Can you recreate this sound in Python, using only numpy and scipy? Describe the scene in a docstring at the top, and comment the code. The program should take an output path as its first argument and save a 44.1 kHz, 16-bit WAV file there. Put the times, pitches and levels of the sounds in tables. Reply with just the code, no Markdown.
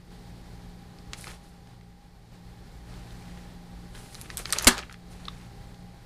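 """A paper catalog is lowered to the lap, lifted again and shaken open, close to a small desk microphone.
Its pages crackle as they bend and hiss as they slide, and creases buckle with dry ticks.
Once, the sheets snap taut with a crack that overloads the microphone.
The room adds a short echo, and mains hum and a computer fan run underneath."""
import sys
import numpy as np
from scipy import signal
from scipy.fft import rfft, irfft
from scipy.io import wavfile
from scipy.ndimage import uniform_filter1d

SR = 44100
rng = np.random.default_rng(int(sys.argv[2]) if len(sys.argv) > 2 else 0)


def master(y):
    """Save y as 16-bit WAV."""
    cut = np.clip(np.atleast_2d(y).T, -1, 1)
    pcm = np.round(cut * 32767)  # scale
    wavfile.write(sys.argv[1], SR, pcm.astype(np.int16))


N = 266893
T = np.arange(N) / SR

# Creases giving way. Each row: start in seconds, level in dB, pitch in Hz, treble limit in Hz.
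CREASE_TICKS = [(0.987, -49, 5000, 9000), (1.1337, -27.5, 2280, 7100), (1.211, -38, 9900, 11000),
                (1.2425, -35.5, 2270, 8040), (1.2699, -37, 1280, 5500), (1.2788, -41.5, 2330, 5500),
                (1.673, -53, 1710, 5500), (1.811, -54, 2000, 4230), (2.9405, -48, 3700, 4500),
                (3.1075, -49, 3430, 4500), (3.3748, -48, 3500, 4500), (3.9508, -43, 1630, 4000),
                (3.957, -45, 3870, 6000), (4.146, -37.5, 2450, 12000), (4.152, -36.5, 4260, 7000),
                (4.2136, -32.5, 10700, 13000), (4.2207, -40, 11000, 13000), (4.3021, -32, 1940, 5400),
                (4.3715, -22.5, 8760, 12800), (4.3784, -26, 8060, 12000), (4.391, -32.5, 8720, 12000),
                (4.456, -26, 2200, 5500), (4.505, -32, 4550, 12000), (4.525, -13, 8490, 11100),
                (4.5286, -22, 1800, 12000), (4.5324, -17.5, 1315, 9000), (4.5859, -16, 6150, 8450),
                (4.597, -31, 4220, 9000), (4.625, -26, 9900, 14000), (4.6285, -34, 6400, 12000),
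                (4.6342, -36, 4130, 12000), (4.6455, -19.5, 7000, 10000), (4.78, -30, 1230, 12000),
                (4.7908, -31, 1300, 8100), (4.8278, -38, 2580, 2800), (4.834, -37.5, 1700, 3500),
                (4.8963, -40.5, 1580, 2800), (4.9116, -44, 1300, 3200), (4.926, -41, 1660, 9900),
                (4.9425, -42, 2100, 4500), (5.254, -39, 4220, 5400), (5.2812, -32.5, 1170, 1690),
                (5.2835, -28.5, 3800, 4600), (5.7443, -53, 3900, 5500)]
# The hands moving the pages. Each row: start and length in seconds, bending and sliding levels in dB.
HAND_MOVES = [(1.134, 0.017, -52.5, -61), (1.18, 0.069, -57, -51), (1.264, .035, -47.5, -50.5),
              (1.312, .035, -55.5, -60), (1.44, .06, -82, -66), (2.92, 0.49, -59, -67.5),
              (3.948, 0.025, -51, -57), (3.978, .27, -59.5, -56.5), (4.243, .012, -49, -62),
              (4.3, .045, -52, -58), (4.385, .012, -46.5, -42), (4.455, 0.034, -49, -51),
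              (4.494, .012, -41, -49.5), (4.543, .12, -39, -48), (4.775, .011, -37.5, -56),
              (4.9, .03, -59.5, -67), (5.11, 0.02, -61.5, -59.5), (5.16, 0.28, -59.5, -67.5)]
# What rings on after the snap. Each row: pitch in Hz, starting level in dB, seconds to fade by 60 dB.
SNAP_RINGS = [(258, -34, .2), (380, -21, 0.15), (530, -39.5, 0.31), (949, -43, 0.22), (1230, -28, .2),
              (1415, -31, 0.15), (1733, -27, 0.14)]
# The tone of each paper sound and of the room's air. Each row: frequency in Hz, relative level in dB.
CREASE_TONE = [(100, -25), (500, -4), (800, -6.5), (1250, 5), (1800, 1.5), (2400, 1.5), (3200, 0),
               (4200, 1.5), (7000, -2.5), (9000, -2), (11500, -1), (15000, -7)]
BEND_TONE = [(150, -31), (350, 3), (700, 2), (1050, 1), (1280, 2.5), (1550, 1.5), (2400, 0), (4500, -7),
             (7000, -9.5), (14000, -32.5)]
SLIDE_TONE = [(1500, -17.5), (4000, 1.5), (7000, 0), (10000, 3.5), (12500, -7), (15000, -13)]
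CRACK_TONE = [(30, -9.5), (60, -8), (140, -6.5), (240, 10.5), (450, 5), (800, 0), (1050, -9), (1600, 4.5),
              (2300, 6), (3400, 3), (4200, 5.5), (5500, 1), (8500, 4.5), (11000, -0.5), (15000, -12)]
FLAP_TONE = [(120, -7.5), (240, 2), (550, -10.5), (900, 4.5), (1300, 1.5), (1750, 4), (2600, -15.5),
             (4000, -3), (7000, -13), (11000, -23), (15000, -30.5)]
AIR_TONE = [(12, -15), (25, -4), (50, 1), (75, -8.5), (140, -9.5), (190, -13), (260, -15.5), (430, -21),
            (600, -23.5), (900, -25), (1300, -29.5), (1900, -28.5), (2700, -34.5), (4400, -31),
            (6000, -38.5), (10000, -41.5), (13000, -49.5), (15500, -49.5)]
# Hum from the mains, drive and fan. Each row: pitch in Hz, level in dB, size of its waver in dB.
HUM_TONES = [(57.3, -58, -1), (117.7, -55.5, 2.5), (176.5, -54, 2), (237.6, -71.5, 3), (807.5, -65.5, 1.5)]
# Fan whirr and a faint whine. Each row: centre frequency in Hz, width in Hz, level in dB.
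FAN_BANDS = [(418, 14, -68), (780, 21, -68.5), (833.6, 14, -75), (11970, 130, -80.5)]
# The background steps louder and softer. Each row: start in seconds, level change in dB.
BACKGROUND_STEPS = [(0, -3), (.11, 2), (.67, 1), (1.37, -1.5), (1.75, -3.5), (2.32, 0.6), (2.88, 3),
                    (3.44, 2.25), (4.85, -0.5), (5.11, 2), (5.65, 0.5)]

TOP_HZ = 15300  # the microphone cuts the treble above this


def crease_ticks(ring_s=0.00085, flutter_s=0.0086, flutter_db=-18.5):
    """Each crease flips in about a millisecond, small stiff ones brightest; the sheet flutters on."""
    out, t = np.zeros(N), T[:SR // 16]
    for start_s, level_db, pitch_hz, top_hz in CREASE_TICKS:
        ring = np.exp(-t / (ring_s * (7000 / top_hz) ** 0.69))  # duller ticks ring longer
        flutter = undb(flutter_db) * np.exp(-t / flutter_s)
        force = rng.choice([-1, 1], len(t)) * (ring + flutter)
        force[0] *= undb(4)  # a sharp first edge
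        tick = butterworth(force, 1, 0.77 * pitch_hz, "high")
        tick = butterworth(tick, 3, top_hz, "low")
        # the patch of paper around the crease gives the tick its pitch
        tick += undb(6) * resonate(tick, pitch_hz, 0.14 * pitch_hz)
        # set the level as if all the tick's energy fell within one millisecond
        tick *= undb(level_db) * np.sqrt(SR / 1000) / np.linalg.norm(tick)
        add(out, start_s, tick)
    return colour(out, CREASE_TONE)


def sheet_snap(start_s=4.6703, hold_s=0.008, fade_s=0.0062, push_s=0.002, backflow_s=0.007, flap_s=0.03):
    """The open pages push air ahead of them, crack taut, then flap and ring out."""
    t = T - start_s
    age = np.maximum(t, 0)
    # the crack lasts while the tension runs across the pages
    tension = (t > 0) * np.exp(-np.maximum(t - hold_s, 0) / fade_s)
    crack = undb(-6.5) * colour(rng.standard_normal(N) * tension, CRACK_TONE)
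    # pressure builds in front of the sheet, then air rushes back behind it
    backflow = undb(-1) * age / backflow_s * np.exp(-age / backflow_s)
    push = undb(-12) * (np.exp(-np.abs(t) / push_s) - backflow)
    # loose pages slap each other for a moment
    slaps = fibre_slips(per_second=7000, spread_db=2) * (t > 0) * np.exp(-age / flap_s)
    flap = undb(-17) * colour(slaps, FLAP_TONE)
    ring = sum(undb(db) * np.sin(2 * np.pi * hz * age) * die_away(age, ring_s)
               for hz, db, ring_s in SNAP_RINGS)
    return crack + push + flap + ring


def page_rustle():
    """Bending pages crackle in the middle range while their faces slide with a fine hiss."""
    bending, sliding = np.zeros(N), np.zeros(N)
    for start_s, length_s, bend_db, slide_db in HAND_MOVES:
        motion = hand_move(start_s, length_s)
        bending = np.maximum(bending, motion * undb(bend_db))
        sliding = np.maximum(sliding, motion * undb(slide_db))
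    crackle = unit(colour(crinkles(), BEND_TONE)) * bending
    hiss = colour(fibre_slips(per_second=15000, spread_db=0.5), SLIDE_TONE) * sliding
    return crackle * undb(2 * drift(per_second=100)) + hiss * undb(1.2 * drift(per_second=59))


def hand_move(start_s, length_s, rise_s=0.0049, fall_s=0.026):
    """One move of the hands swells, holds and dies away."""
    ease_s = 0.13 * length_s  # longer moves start and stop more gently
    before = np.maximum(start_s - T, 0)
    after = np.maximum(T - start_s - length_s, 0)
    return np.exp(-before / (rise_s + ease_s) - after / (fall_s + ease_s))


def crinkles():
    """Patches of paper of many sizes pop at random, each ringing briefly at its own pitch."""
    return sum(resonate(fibre_slips(per_second=370, spread_db=3.5), hz, 0.31 * hz)
               for hz in np.geomspace(250, 9000, 18))


def fibre_slips(per_second, spread_db):
    """Paper fibres slip over each other with tiny clicks: many weak, a few strong."""
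    strength = undb(spread_db * np.minimum(rng.exponential(size=N), 3))
    slipping = rng.random(N) < per_second / SR
    return unit(slipping * strength * rng.uniform(-0.99, 1, N))


def room_echo(x, level_db=-15.5, ring_s=0.21, treble_ring_s=0.15, split_hz=4500, build_s=0.0025):
    """The desk and walls add a short echo whose treble dies first."""
    t = T[:SR // 2]
    low = butterworth(rng.standard_normal(len(t)), 2, split_hz, "low")
    high = butterworth(rng.standard_normal(len(t)), 2, split_hz, "high")
    tail = low * die_away(t, ring_s) + high * die_away(t, treble_ring_s)
    tail *= 1 - np.exp(-t / build_s)
    return x + undb(level_db) * signal.fftconvolve(x, tail / np.linalg.norm(tail))[:N]


def hum_and_fan(air_db=-49, drift_hz=0.63):
    """Air noise, wavering hum and fan whirr all step up and down in level together."""
    air = unit(colour(rng.standard_normal(N), AIR_TONE))
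    out = undb(air_db) * air * undb(0.71 * drift(per_second=24))
    for hz, db, waver_db in HUM_TONES:
        phase = 2 * np.pi * np.cumsum(hz + drift_hz * drift(per_second=4.4)) / SR
        out += undb(db) * unit(np.sin(phase) * undb(waver_db * drift(per_second=7)))
    for hz, width_hz, db in FAN_BANDS:
        out += undb(db) * unit(resonate(rng.standard_normal(N), hz, width_hz))
    starts_s, steps_db = np.transpose(BACKGROUND_STEPS)
    held_db = steps_db[np.searchsorted(starts_s[1:], T)]
    return out * undb(uniform_filter1d(held_db, SR // 60))


def undb(db):
    """Turn decibels into a number to multiply by."""
    return 10 ** (np.asarray(db) / 20)


def unit(x):
    """Scale a sound so that its average power is 1."""
    return x / np.sqrt(np.mean(x ** 2))


def die_away(t, ring_s):
    """A fade that falls by 60 dB in ring_s seconds."""
    return np.exp(-np.log(1000) * t / ring_s)


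def drift(per_second):
    """A smooth random wander, mostly between -1 and 1."""
    points = rng.standard_normal(2048)
    path = np.interp(T * per_second, np.arange(len(points)), points)
    return uniform_filter1d(path, int(SR / per_second / 2) + 1) * np.sqrt(2)


def colour(x, tone, size=16384):
    """Shape a sound's bass and treble to follow a tone table; white noise keeps its power."""
    hz, db = np.transpose(tone)
    grid_hz = np.maximum(np.fft.rfftfreq(size, 1 / SR), 1)
    gains = undb(np.interp(np.log(grid_hz), np.log(hz), db))
    # these steps make the filter ring only after a click, never before it
    cepstrum = irfft(np.log(gains))
    cepstrum[1:size // 2] *= 2
    cepstrum[size // 2 + 1:] = 0
    response = irfft(np.exp(rfft(cepstrum)))
    return signal.fftconvolve(x, response / np.linalg.norm(response))[:len(x)]


def resonate(x, hz, width_hz):
    """Keep a band around one pitch; the narrower it is, the longer it rings."""
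    angle = 2 * np.pi * hz / SR
    damping = np.sin(angle) * width_hz / hz / 2
    return signal.lfilter([damping, 0, -damping], [1 + damping, -2 * np.cos(angle), 1 - damping], x)


def butterworth(x, steepness, edge_hz, side):
    """Keep the "low" or the "high" side of a frequency and fade out the other."""
    return signal.sosfilt(signal.butter(steepness, edge_hz, side, fs=SR, output="sos"), x)


def add(out, start_s, sound):
    """Mix a sound in at its start time."""
    i = int(start_s * SR)
    out[i:i + len(sound)] += sound[:N - i]


def scene():
    """The catalog in its room, over the hum and the fan."""
    paper = crease_ticks() + sheet_snap() + page_rustle()
    return (room_echo(paper) + hum_and_fan())[None]


def record(dry):
    """The microphone flattens the loudest peaks and cuts the highest treble."""
    ceiling = 0.54
    fine = signal.resample_poly(dry, 2, 1, axis=-1)  # twice the sample rate, for a smooth overload
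    flattened = fine / (1 + (fine / ceiling) ** 6) ** (1 / 6)
    treble_cut = signal.firwin(255, TOP_HZ, fs=2 * SR, window=("kaiser", 10))
    return signal.fftconvolve(flattened, treble_cut[None], mode="same")[:, ::2]


dry = scene()
out = record(dry)
master(out)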